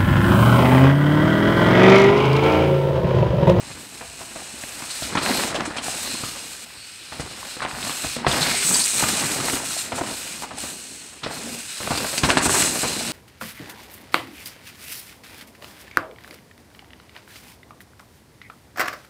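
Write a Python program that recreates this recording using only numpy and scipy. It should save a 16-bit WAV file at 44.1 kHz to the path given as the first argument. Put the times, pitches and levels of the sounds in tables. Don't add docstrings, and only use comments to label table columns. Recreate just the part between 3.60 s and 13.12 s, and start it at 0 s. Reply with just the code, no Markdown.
import sys
import numpy as np
from scipy import signal
from scipy.io import wavfile
from scipy.ndimage import map_coordinates

SR = 44100
rng = np.random.default_rng(int(sys.argv[2]) if len(sys.argv) > 2 else 0)


def generate_wav(sig):
    pcm = np.round(np.clip(np.atleast_2d(sig).T, -1, 1) * 32767).astype(np.int16)
    wavfile.write(sys.argv[1], SR, pcm)


def gain_from_decibels(decibels):
    exponent = np.asarray(decibels, float) / 20
    return 10 ** exponent


N = 419832
EDGE_HZ = 15730


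def evened(x):
    return x / np.sqrt(np.mean(x ** 2) + 1e-20)


def read(points, hz):
    f, value = np.transpose(points)
    return np.interp(np.log(hz + 1), np.log(f + 1), value)


def columns(rows):
    s, *values = np.transpose(rows)
    return [np.interp(np.arange(N) / SR, s, v) for v in values]


def colour(x, points):
    log_gain = np.log(gain_from_decibels(read(points, abs(np.fft.fftfreq(8192, 1 / SR)))))
    taps = np.fft.ifft(np.exp(np.conj(signal.hilbert(log_gain)))).real[:4096]
    return evened(signal.oaconvolve(x, taps)[:len(x)])


def ring(x, hz, width):
    turn = np.exp(2j * np.pi * np.cumsum(hz * np.ones(len(x))) / SR)
    r = np.exp(-np.pi * width / SR)
    return evened((turn * signal.lfilter([1 - r], [1, -r], x / turn)).real)


def soften(x, hz):
    return signal.sosfilt(signal.butter(N=4, Wn=hz, fs=SR, output="sos"), x)


def drift(per_s):
    knots = rng.standard_normal(2000)
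    return map_coordinates(knots, [np.arange(N) / SR * per_s], order=3)


def body(x, modes, wander_db, per_s):
    total = 0
    for hz, width, db in modes:
        strength = gain_from_decibels(db + wander_db * drift(per_s))
        total = total + strength * ring(x, hz * (1 + 0.014 * drift(6)), width)
    return evened(total)


def grains(per_s, spread_db):
    size = gain_from_decibels(spread_db * np.minimum(rng.exponential(1, N), 4))
    return evened(size * rng.standard_normal(N) * (rng.random(N) < per_s / SR))


def pauses(rows, back_s):
    t = np.arange(N) / SR
    return sum(np.interp(t, np.cumsum([s, sink, stay, back_s]), [0, db, db, 0])
               for s, sink, stay, db in rows)


def surge(s, db, rise, hold, fall_db_per_s):
    t = np.arange(N) / SR - s
    return np.clip(t / rise, 0, 1) * gain_from_decibels(db - fall_db_per_s * np.clip(t - hold, 0, 2))


def pings(rows, cycles, grit):
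    out, t = np.zeros(N + SR), np.arange(4000) / SR
    for (s, db, hz), noise in zip(rows, rng.standard_normal((len(rows), 4000))):
        u = t * hz / cycles
        swell = u * np.exp(1 - u)
        tone = np.sin(2 * np.pi * hz * t + .5 * noise[0]) + grit * ring(noise, hz, 0.63 * hz)
        out[round(s * SR):][:len(t)] += gain_from_decibels(db) * soften(swell * tone, min(4 * hz, EDGE_HZ))
    return out[:N]


def wood():
    # f/Hz, level/dB
    leaves = [(15, -42), (25, -17), (74, -11), (1040, -9), (2550, 13), (4370, 1), (6210, -11), (8140, 6),
              (16000, -27)]
    return gain_from_decibels(-51) * colour(rng.standard_normal(N), leaves)


def trees(x):
    # f/Hz, t60/s
    decay = [(100, 0.39), (1000, 0.63), (4000, 0.34), (12000, 0.13)]
    taps = np.zeros(SR // 2)
    count = (SR // 2 - 301) // 20
    at = np.arange(300, SR // 2 - 20, 20) + rng.integers(0, 20, count)
    taps[at] = rng.choice([-1., 1.], count)
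    hz, t, z = signal.stft(taps, SR, nperseg=256)
    tail = signal.istft(z * gain_from_decibels(-60 * t / read(decay, hz)[:, None]), SR, nperseg=256)[1]
    return signal.oaconvolve(x, tail / np.linalg.norm(tail))[:N]


def tinkles():
    # t/s, peak level/dB, ring f/Hz
    links = [(1.426, -35, 3880), (1.682, -29, 4430), (1.953, -28, 3000), (2.1814, -28, 3220),
             (4.227, -33, 3930), (4.3086, -33, 3160), (4.7119, -22, 3440), (4.813, -22, 4160),
             (4.825, -19, 4000), (5.1407, -18, 4700), (5.148, -24, 4400), (5.198, -21, 4530),
             (5.212, -23, 4300), (5.235, -23, 4900), (5.267, -28, 2440), (6.1805, -33, 4150),
             (7.631, -31, 3400), (8.374, -29, 4740), (8.5787, -27, 4680)]
    out, t = np.zeros(N + SR), np.arange(3000) / SR
    for (s, db, hz), noise in zip(links, rng.standard_normal((len(links), 3000))):
        scrape = noise * (t / .004) * np.exp(-t / 0.0044)
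        link = soften(ring(scrape, hz, 460), 6200)
        out[round(s * SR):][:len(t)] += gain_from_decibels(db + 8.0) * link / abs(link).max()
    return out[:N]


def snaps():
    # t/s, peak level/dB, centre f/Hz
    cracks = [(1.0368, -21, 1710), (1.2218, -22, 1450), (1.5527, -17, 1760), (1.5594, -16, 1370),
              (1.6622, -8, 1988), (1.7153, -9, 1790), (1.8375, -11, 2500), (1.9318, -24, 1310),
              (2.06, -15, 1700), (2.1119, -18, 1380), (2.1837, -19, 2930), (2.6375, -25, 1500),
              (3.4309, -28, 3200), (3.5269, -26, 1350), (3.5456, -29, 3150), (3.5985, -22, 1230),
              (4.0061, -21, 1490), (4.0212, -11.5, 1190), (4.027, -15, 1510), (4.062, -14, 1820),
              (4.1122, -17, 1410), (4.1859, -17, 1340), (4.2286, -12.5, 2930), (4.3097, -17, 3130),
              (4.4458, -26, 1220), (4.8362, -10, 3700), (4.8634, -10, 1580), (5.0288, -10, 2430),
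              (5.0682, -10, 7760), (5.2408, -7, 5180), (5.715, -15, 2380), (5.8985, -13, 2700),
              (5.9048, -21, 1970), (7.6403, -15, 2360), (8.2325, -18, 1937), (8.3125, -13, 1100),
              (8.3205, -10.5, 1200), (8.3522, -11, 1340), (8.3759, -8, 4930), (8.4038, -16, 1360),
              (8.4487, -11, 1390), (8.5807, -2.5, 5250), (8.6381, -6, 2000), (8.7309, -13, 1350),
              (8.7585, -19, 1320), (8.7768, -3, 1200), (8.8955, -8, 1250), (9.0614, -12, 7600),
              (9.0923, -17, 2910)]
    return gain_from_decibels(-4.5) * pings(cracks, 0.59, 0.35)


def raps():
    # t/s, peak level/dB, ring f/Hz
    pebbles = [(0.7563, -33, 670), (0.8171, -30, 760), (1.0356, -28, 615), (1.5697, -13, 1080),
               (1.697, -17, 800), (1.7114, -26, 1120), (1.7488, -18, 770), (2.5509, -26, 1040),
               (3.8285, -25, 1030), (4.0041, -23, 1280), (4.4441, -20, 640), (4.646, -16, 930),
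               (4.9418, -20, 735), (5.157, -23, 1030), (5.2067, -24, 1010), (5.406, -28, 1030),
               (5.627, -19.5, 1110), (6.0004, -21, 950), (6.0325, -23, 710), (6.1071, -23, 1440),
               (6.165, -25, 680), (6.4127, -15.5, 680), (6.9779, -28, 833), (7.0951, -30, 794),
               (7.711, -23, 830), (7.8689, -27, 627), (8.2737, -16, 650), (8.5371, -24, 579),
               (8.8935, -12, 1160), (9.2417, -22, 730), (9.4076, -22, 660)]
    return gain_from_decibels(-4.0) * pings(pebbles, 1.47, 0.49)


def booms():
    # t/s, peak level/dB, ring f/Hz
    bumps = [(0.6303, -38, 271),  (0.8159, -44, 240), (0.9354, -35, 240), (1.5754, -21.5, 270),
             (1.697, -18.5, 262), (1.9777, -26, 304), (2.0154, -24, 218), (2.0738, -25.5, 304),
             (2.1778, -33, 247), (2.4399, -39, 240), (2.535, -30, 240), (2.8909, -44, 200),
             (3.0283, -42.5, 240), (3.4117, -47, 350), (3.6205, -34, 219), (3.6619, -37, 380),
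             (4.1707, -30.5, 230), (4.2346, -33, 213), (5.0453, -28.5, 165), (5.0979, -25.5, 195),
             (5.1271, -25, 240), (5.5294, -24, 230), (5.6319, -28.5, 148), (5.9298, -19, 254),
             (6.0849, -35.5, 226), (6.3263, -22, 260), (6.413, -19, 280), (6.9355, -37, 250),
             (7.0934, -42, 240), (7.3051, -42, 288), (7.6286, -29, 271), (7.8895, -32, 232),
             (9.315, -26, 380), (9.362, -26, 210)]
    # t/s, peak level/dB, ring f/Hz
    more_bumps = [(4.663, -19, 134.5), (4.808, -23, 155), (4.899, -31, 160), (8.632, -25, 136),
                  (8.722, -17.5, 332), (8.775, -22, 373), (8.827, -21, 287), (8.855, -25, 345),
                  (8.894, -17, 398), (8.94, -20, 352), (8.965, -18.5, 370), (8.991, -19, 284),
                  (9.057, -25, 345), (9.124, -34, 307)]
    return gain_from_decibels(-2.0) * pings(bumps + more_bumps, 1.5, 0.55)


def knocks():
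    # t/s, peak level/dB, frame ring f/Hz, rattle/s
    clacks = [(0.409, -24.5, 620, 0.036), (1.572, -8.5, 1020, 0.022), (1.685, -13, 730, 0.031),
              (2.282, -13.5, 724, 0.0063), (3.521, -22.5, 835, 0.013), (3.998, -21, 1330, 0.0059),
              (4.019, -17.5, 1020, 0.034), (4.0497, -11, 900, 0.0085), (4.1115, -26, 1373, 0.003),
              (4.27, -19, 1030, 0.0059), (4.295, -14.5, 1200, 0.0051), (4.666, -4, 706, 0.012),
              (4.73, -20, 883, .0073), (5.155, -18, 1030, 0.0087), (5.884, -11, 825, 0.0095),
              (6.32, -14.5, 660, 0.02), (6.434, -16.5, 700, 0.016), (6.908, -20, 706, 0.027),
              (7.662, -13.5, 540, 0.011), (8.2735, -10.5, 800, 0.006), (8.401, -15, 524, 0.0096),
              (8.444, -14, 594, 0.013), (8.703, 2, 2250, 0.0033), (8.7707, 1.5, 1080, 0.0066),
              (9.155, -17.5, 596, 0.015)]
    # t/s, peak level/dB, frame ring f/Hz, rattle/s
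    roots = [(1.037, -23, 1740, 0.0052), (1.222, -24, 1110, 0.0089), (1.422, -19, 675, 0.0096),
             (1.552, -8.5, 900, 0.013), (2.106, -23, 558, 0.0071), (2.634, -18, 1210, 0.011),
             (3.5968, -16.5, 520, 0.0086), (3.967, -25, 510, 0.0075), (4.445, -15, 690, 0.0068),
             (4.565, -16, 510, 0.0092), (4.769, -19, 1330, 0.0068), (5.109, -17, 740, 0.0073),
             (5.435, -10.5, 1230, 0.011), (5.76, -21, 520, 0.0068), (5.8, -17, 1310, 0.018),
             (5.934, -14, 945, 0.0054), (6.41, -15.5, 600, 0.012), (7.036, -22.5, 500, 0.0089),
             (8.203, -22, 499, 0.029), (8.306, -11.5, 686, 0.03), (8.634, -5, 1100, 0.014),
             (8.856, -9, 810, 0.016), (8.894, -18, 1250, 0.0092), (9.231, -14, 510, 0.028)]
    # t/s, peak level/dB, frame ring f/Hz, rattle/s
    stones = [(0.609, -23, 664, 0.024), (0.757, -23.5, 590, 0.021), (1.66, -25, 1866, .003),
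              (1.945, -14, 634, 0.034), (2.006, -11.5, 1070, 0.0061), (2.052, -16, 980, 0.016),
              (2.165, -21, 1270, 0.0092), (2.26, -20, 786, 0.019), (4.713, -14, 844, 0.0071),
              (4.912, -14, 1580, 0.0099), (5.424, -10, 950, 0.012), (5.898, -17, 1930, .005),
              (6.38, -16, 645, 0.02), (6.822, -17.5, 890, 0.0056), (6.834, -19, 800, 0.014),
              (7.634, -18, 1110, 0.019), (8.376, -12.5, 513, 0.0065), (8.535, -24, 517, 0.016),
              (8.579, -9.5, 2600, .008), (8.688, -7, 770, 0.019), (8.939, -11.5, 880, 0.044),
              (9.02, -9, 1900, 0.014)]
    # thump relative level/dB, snap relative level/dB
    kinds = [
        (-16, -21),
        (-7, 8),
        (-17.5, 11),
    ]
    out, t = np.zeros(N + SR), np.arange(4000) / SR
    rows = [(*row, *kind) for table, kind in zip([clacks, roots, stones], kinds) for row in table]
    chance = rng.standard_normal((len(rows), 4000))
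    bounce = rng.random((len(rows), 4000)) < 1500 / SR
    for (s, db, hz, rattle, thump_db, snap_db), noise, hit in zip(rows, chance, bounce):
        fading = gain_from_decibels(-11 * (t / np.clip(rattle, .001, .1)) ** 2)
        drive = (hit + 0.26) * noise * fading
        drive[30] = -3.2 * min(1, 0.0075 / rattle)
        frame = ring(drive, hz, 0.18 * hz)
        frame = frame + 1.36 * ring(drive, 1.2 * hz, 1.67 * hz) + .5 * ring(drive, 0.77 * hz, 530)
        squash = np.sin(np.pi * np.minimum(t / 0.0028, 1)) + .5 * noise * fading
        thump = ring(squash, 272, 105) + 0.51 * ring(squash, 134, 40) + 0.18 * ring(squash, 64, 45)
        snap = ring(drive, 6000, 1800)
        parts = [(-.5, soften(frame, 3970)), (thump_db, soften(thump, 550)),
                 (snap_db - 20.0, soften(snap, 9200))]
        at = round(s * SR)
        out[at:at + len(t)] += sum(gain_from_decibels(db + g) * p / abs(p).max() for g, p in parts)
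    return out[:N]


def tyres():
    # t/s, load as crunch level/dB, extra drumming on hard
    # ground/dB
    passes = [
        [(0.0, -42.5, -3), (0.3, -53, 1.5), (1.09, -46.5, -4), (1.45, -41, -1), (1.7, -26.5, -3.5),
         (1.87, -34, 2), (2.2, -38, -6), (2.6, -46, 1.5), (3.05, -53.5, -2.5)],
        [(3.45, -61, 2.5), (3.55, -44, -2), (4.14, -37, -7.5), (4.6, -37.5, 0.5), (4.75, -28, -2.5),
         (5.12, -45, 6.5), (5.45, -34.5, -3.5), (5.83, -34, 0), (6.2, -42.5, -1.5)],
        [(6.45, -39.5, 1.5), (6.9, -55.5, 6.5), (7.05, -44.5, 0), (7.24, -59.5, 10), (7.6, -54, -2)],
        [(7.66, -37.5, -2.5), (7.8, -45.5, 4.5), (8.03, -44, 2.5), (8.4, -42, 4), (8.66, -28.5, 1),
         (8.83, -30.5, -2.5), (9.02, -30.5, 3), (9.1, -41, 5.5), (9.52, -38.5, 0.5)],
    ]
    # t/s, unloading/s, airborne/s, depth/dB
    lifts = [(1.23, 0.093, 0.12, -6.5), (1.46, .02, 0.063, -1.5), (1.59, 0.012, 0.01, -10),
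             (3.72, 0.035, 0.19, -2.5), (3.86, 0.038, 0.098, -6.5), (4.31, 0.021, 0.1, -6),
             (4.47, 0.042, 0.043, -19), (4.93, 0.076, 0.048, -10), (5.19, 0.074, 0.067, -11),
             (6.06, 0.12, 0.042, -8), (6.22, 0.0537, 0.051, -1), (6.53, 0.034, 0.085, -4.5),
             (7.95, 0.13, .145, -13), (8.47, 0.01, 0.16, -6.5)]
    # t/s, thud level/dB
    landings = [(0.0, -45), (0.1, -39), (1.422, -34), (1.552, -46), (2.634, -35), (3.17, -50), (3.521, -48),
                (3.597, -32), (4.13, -39), (4.445, -39), (4.666, -24), (5.422, -27), (6.321, -40),
                (7.633, -45), (8.307, -31), (8.634, -28), (8.856, -26)]
    # t/s, length/s, level/dB, f/Hz
    hums = [
        (4.57, .05, -37, 235),
        (4.95, .08, -42.5, 400),
        (7.835, 0.15, -39, 233),
        (9.4, 0.1, -39, 230),
    ]
    # f/Hz, width/Hz, level/dB
    casing = [(240, 88, 2), (322, 240, -0.5), (164, 67, -5.5)]
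    # f/Hz, level/dB
    crunch = [(300, -29), (520, 1.5), (800, 4), (1300, 0.5), (2000, 0.5), (3500, -14.5), (7000, -37)]
    # f/Hz, level/dB
    ground = [(20, -22), (40, -26), (55, 8), (110, 2.5), (170, -0.5), (300, -52)]
    fall_db_per_s = 240
    load_db, hard_db = columns(sum(passes, []))
    lift_db = pauses(lifts, 0.0052)
    crunch_db = load_db + lift_db
    drum_db = crunch_db + hard_db + 0.22 * lift_db
    thud = gain_from_decibels(0.33 * (load_db + 33.0) - 37.5 - 13 + 0.36 * lift_db)
    thud = thud + sum(surge(s, db, 0.0022, 0.0059, fall_db_per_s) for s, db in landings)
    bumps = gain_from_decibels(1.5 * drift(28))
    knobs = bumps * (grains(900, 1.6) + 0.8 * rng.standard_normal(N))
    grit = bumps * gain_from_decibels(2.76 * drift(60)) * (grains(1300, 2.0) + 0.55 * rng.standard_normal(N))
    soil = gain_from_decibels(2.1 * drift(18)) * rng.standard_normal(N)
    drum = soften(body(knobs, casing, 1.6, 12), 1180)
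    t = np.arange(N) / SR
    hum = sum(surge(s, db, 0.0098, length, 2 * fall_db_per_s) * np.sin(2 * np.pi * hz * t) * np.sqrt(2)
              for s, length, db, hz in hums)
    rolling = gain_from_decibels(drum_db + 1.7) * drum + gain_from_decibels(crunch_db + 1.0) * colour(grit, crunch)
    return hum + rolling + gain_from_decibels(-1.5) * thud * colour(soil, ground)


def sings():
    # t/s, length/s, level/dB, f/Hz
    whistles = [(1.69, 0.14, -36, 4300), (3.13, .25, -49.5, 8270), (3.16, .1, -47, 4400),
                (3.387, .04, -47, 4000), (4.966, 0.02, -26, 8200), (5.05, 0.11, -21.5, 7930),
                (5.185, 0.031, -26, 8900), (2.45, 0.13, -37, 4120), (4.85, 0.18, -32.5, 2170),
                (6.832, 0.013, -33, 780), (1.946, 0.02, -31.5, 560), (5.336, .03, -32, 8300),
                (6.7, 0.043, -46, 2340), (1, 0.24, -49, 2600), (8.934, 0.14, -28, 7850),
                (3.06, .3, -52, 2570), (9.2, .2, -36, 4100), (7.12, .3, -49, 4300)]
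    out, t = np.zeros(N + SR), np.arange(16000) / SR
    for (s, length, db, hz), noise in zip(whistles, rng.standard_normal((len(whistles), 16000))):
        shape = np.clip(t / 0.0037, 0, 1) * gain_from_decibels(-700 * np.clip(t - length, 0, 1))
        out[round(s * SR):][:len(t)] += gain_from_decibels(db) * shape * ring(noise, hz, 190)
    return out[:N]


def hub():
    # t/s, nearness as buzz level/dB, low rings as drive side
    # turns/dB
    passes = [
        [(0.0, -43, 2), (0.25, -43.5, 0), (1.11, -38.5, -0.5), (1.46, -31.5, -1), (1.75, -29.5, 2.5),
         (2.25, -31, -1), (2.6, -33, 1.5), (2.7, -35.5, 1.5), (3.045, -40.5, 1)],
        [(3.056, -48.5, 4), (3.55, -44, 4.5), (3.95, -39, 2.5), (4.15, -41, 3), (4.23, -34, 0.5),
         (4.5, -31.5, 1), (4.85, -28.5, 4.5), (5.03, -25, 0.5)],
        [(5.07, -20.5, -5), (5.27, -21, -7.5), (5.5, -26, -0.5), (6.2, -29.5, -2.5), (6.52, -34, 0),
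         (6.79, -37, 0), (7.08, -32.5, -2.5), (7.17, -37, -4), (7.56, -44, -1.5)],
        [(7.74, -38.5, 1), (8.03, -36.5, -1), (8.35, -33, 3), (8.6, -29, -1.5), (8.93, -20.5, -4),
         (9.055, -22.5, -3), (9.085, -26, -3), (9.52, -32, 2.5)],
    ]
    # t/s, slowing/s, stalled/s, depth/dB
    stalls = [(1.455, 0.1, 0.055, -10.5), (1.875, 0.07, .27, -16), (3.95, 0.086, 0.032, -9),
              (4.54, 0.088, 0.032, -20), (5.76, 0.034, 0.035, -3.5), (5.96, 0.048, .02, -4),
              (6.22, 0.078, 0.039, -8.5), (6.38, 0.038, 0.042, -5), (6.825, 0.053, 0.077, -13),
              (7.53, 0.095, 0.062, -9), (8.595, .015, 0.027, -6), (8.66, 0.024, 0.045, -3.5),
              (8.72, 0.043, .01, -9.5), (8.785, 0.0059, 0.016, -12), (8.865, 0.011, 0.0058, -7)]
    # t/s, level/dB, low rings relative level/dB
    jolts = [(.11, -46, 5), (1.297, -32, 1.5), (1.425, -38.5, 10), (1.573, -37, 5), (1.945, -38, 5.5),
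             (2.05, -35, -3), (2.165, -36, 5), (3.597, -35.5, 3), (4.019, -41, 5), (4.44, -34, -1),
             (4.665, -36, 8), (4.81, -28, -7), (6.17, -29.5, -3), (7.633, -53, 22.5), (7.662, -45, 9),
             (8.37, -36, 5), (8.578, -26, -10), (8.634, -32.5, 11.5), (8.69, -29, 6.5), (8.769, -26.5, 3.5),
             (8.845, -25, -9)]
    # f/Hz, width/Hz, level/dB
    shell_low = [(2533, 250, -4.5), (2853, 170, -6), (4200, 420, 1.5), (4910, 310, -3)]
    # f/Hz, width/Hz, level/dB
    shell_high = [(6590, 210, 5), (7180, 550, 5), (7740, 280, 11), (8500, 1400, -10)]
    # f/Hz, level/dB
    tick_low = [(900, 0.5), (1500, 12), (2200, 4.5), (3500, 12), (5500, 10), (7000, -41.5)]
    # f/Hz, level/dB
    tick_high = [(4500, -37.5), (5600, -2), (7200, 0.5), (8500, 5.5), (10300, -5), (11500, -49)]
    # f/Hz, level/dB
    tick_air = [(8800, -23), (10200, 3), (11500, 5), (13500, -1), (15500, -4), (17000, -10)]
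    pawls_per_s, fall_db_per_s = 205.5, 500
    level_db, low_db = columns(sum(passes, []))
    stall_db = pauses(stalls, 0.024)
    jars = [(surge(s, db, 0.0067, 0.015, fall_db_per_s), gain_from_decibels(rel_db)) for s, db, rel_db in jolts]
    buzz = gain_from_decibels(level_db + stall_db)
    low_buzz = buzz * gain_from_decibels(low_db - 0.31 * stall_db)
    high_gain = np.sqrt(buzz ** 2 + sum(g ** 2 for g, _ in jars))
    low_gain = np.sqrt(low_buzz ** 2 + sum((g * r) ** 2 for g, r in jars))

    together = surge(5.21, 0, .04, .15, fall_db_per_s)
    uneven = (1 - together) * (.08 * drift(3) + .2 * drift(150))
    teeth = np.cumsum(pawls_per_s * (1 + uneven)) / SR
    since = teeth % 1
    strength = gain_from_decibels(3.0 * rng.standard_normal(8000))[np.clip(teeth, 0, 7999).astype(int)]
    chatter = 1.45 + strength * np.exp(-since / 1.3)
    chatter = chatter + together * (2.0 * np.exp(-since / .25) - .8)
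    drive, tick, tock, air = chatter * rng.standard_normal((4, N))

    high = evened(soften(body(drive, shell_high, 1.1, 25), 12000) + 1.67 * colour(tick, tick_high))
    low = evened(soften(body(drive, shell_low, 1.6, 12), 4820) + 0.76 * colour(tock, tick_low))
    air_db = -11.5 + 0.54 * low_db + 0.077 * (level_db + 34)
    air_db = air_db + 0.4 * pauses(stalls, 0.067) + 1.8 * drift(12)
    shake = gain_from_decibels(0.82 * drift(35))
    rings = gain_from_decibels(-0.84) * high_gain * high + gain_from_decibels(-1.37) * low_gain * low
    return shake * (rings + buzz * gain_from_decibels(air_db) * colour(air, tick_air))


def scene():
    blows = knocks() + tinkles()
    quiet = wood()
    bike = hub() + tyres()
    echo = trees(blows)
    small = snaps() + raps() + booms()
    mono = bike + blows + gain_from_decibels(-12.0) * echo + quiet + small + sings()
    return np.array([mono, mono])


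def low_pass(x):
    return signal.sosfilt(signal.butter(12, 16340, fs=SR, output="sos"), x)


def record(dry):
    thin = signal.sosfilt(signal.butter(N=2, Wn=38, btype="high", fs=SR, output="sos"), dry)
    held = np.clip(thin, -.99, .99)
    edge = signal.firwin(1535, EDGE_HZ, window=("kaiser", 10), fs=SR)
    return low_pass(signal.oaconvolve(held, edge[None], "same"))


dry = scene()
out = record(dry)
generate_wav(out)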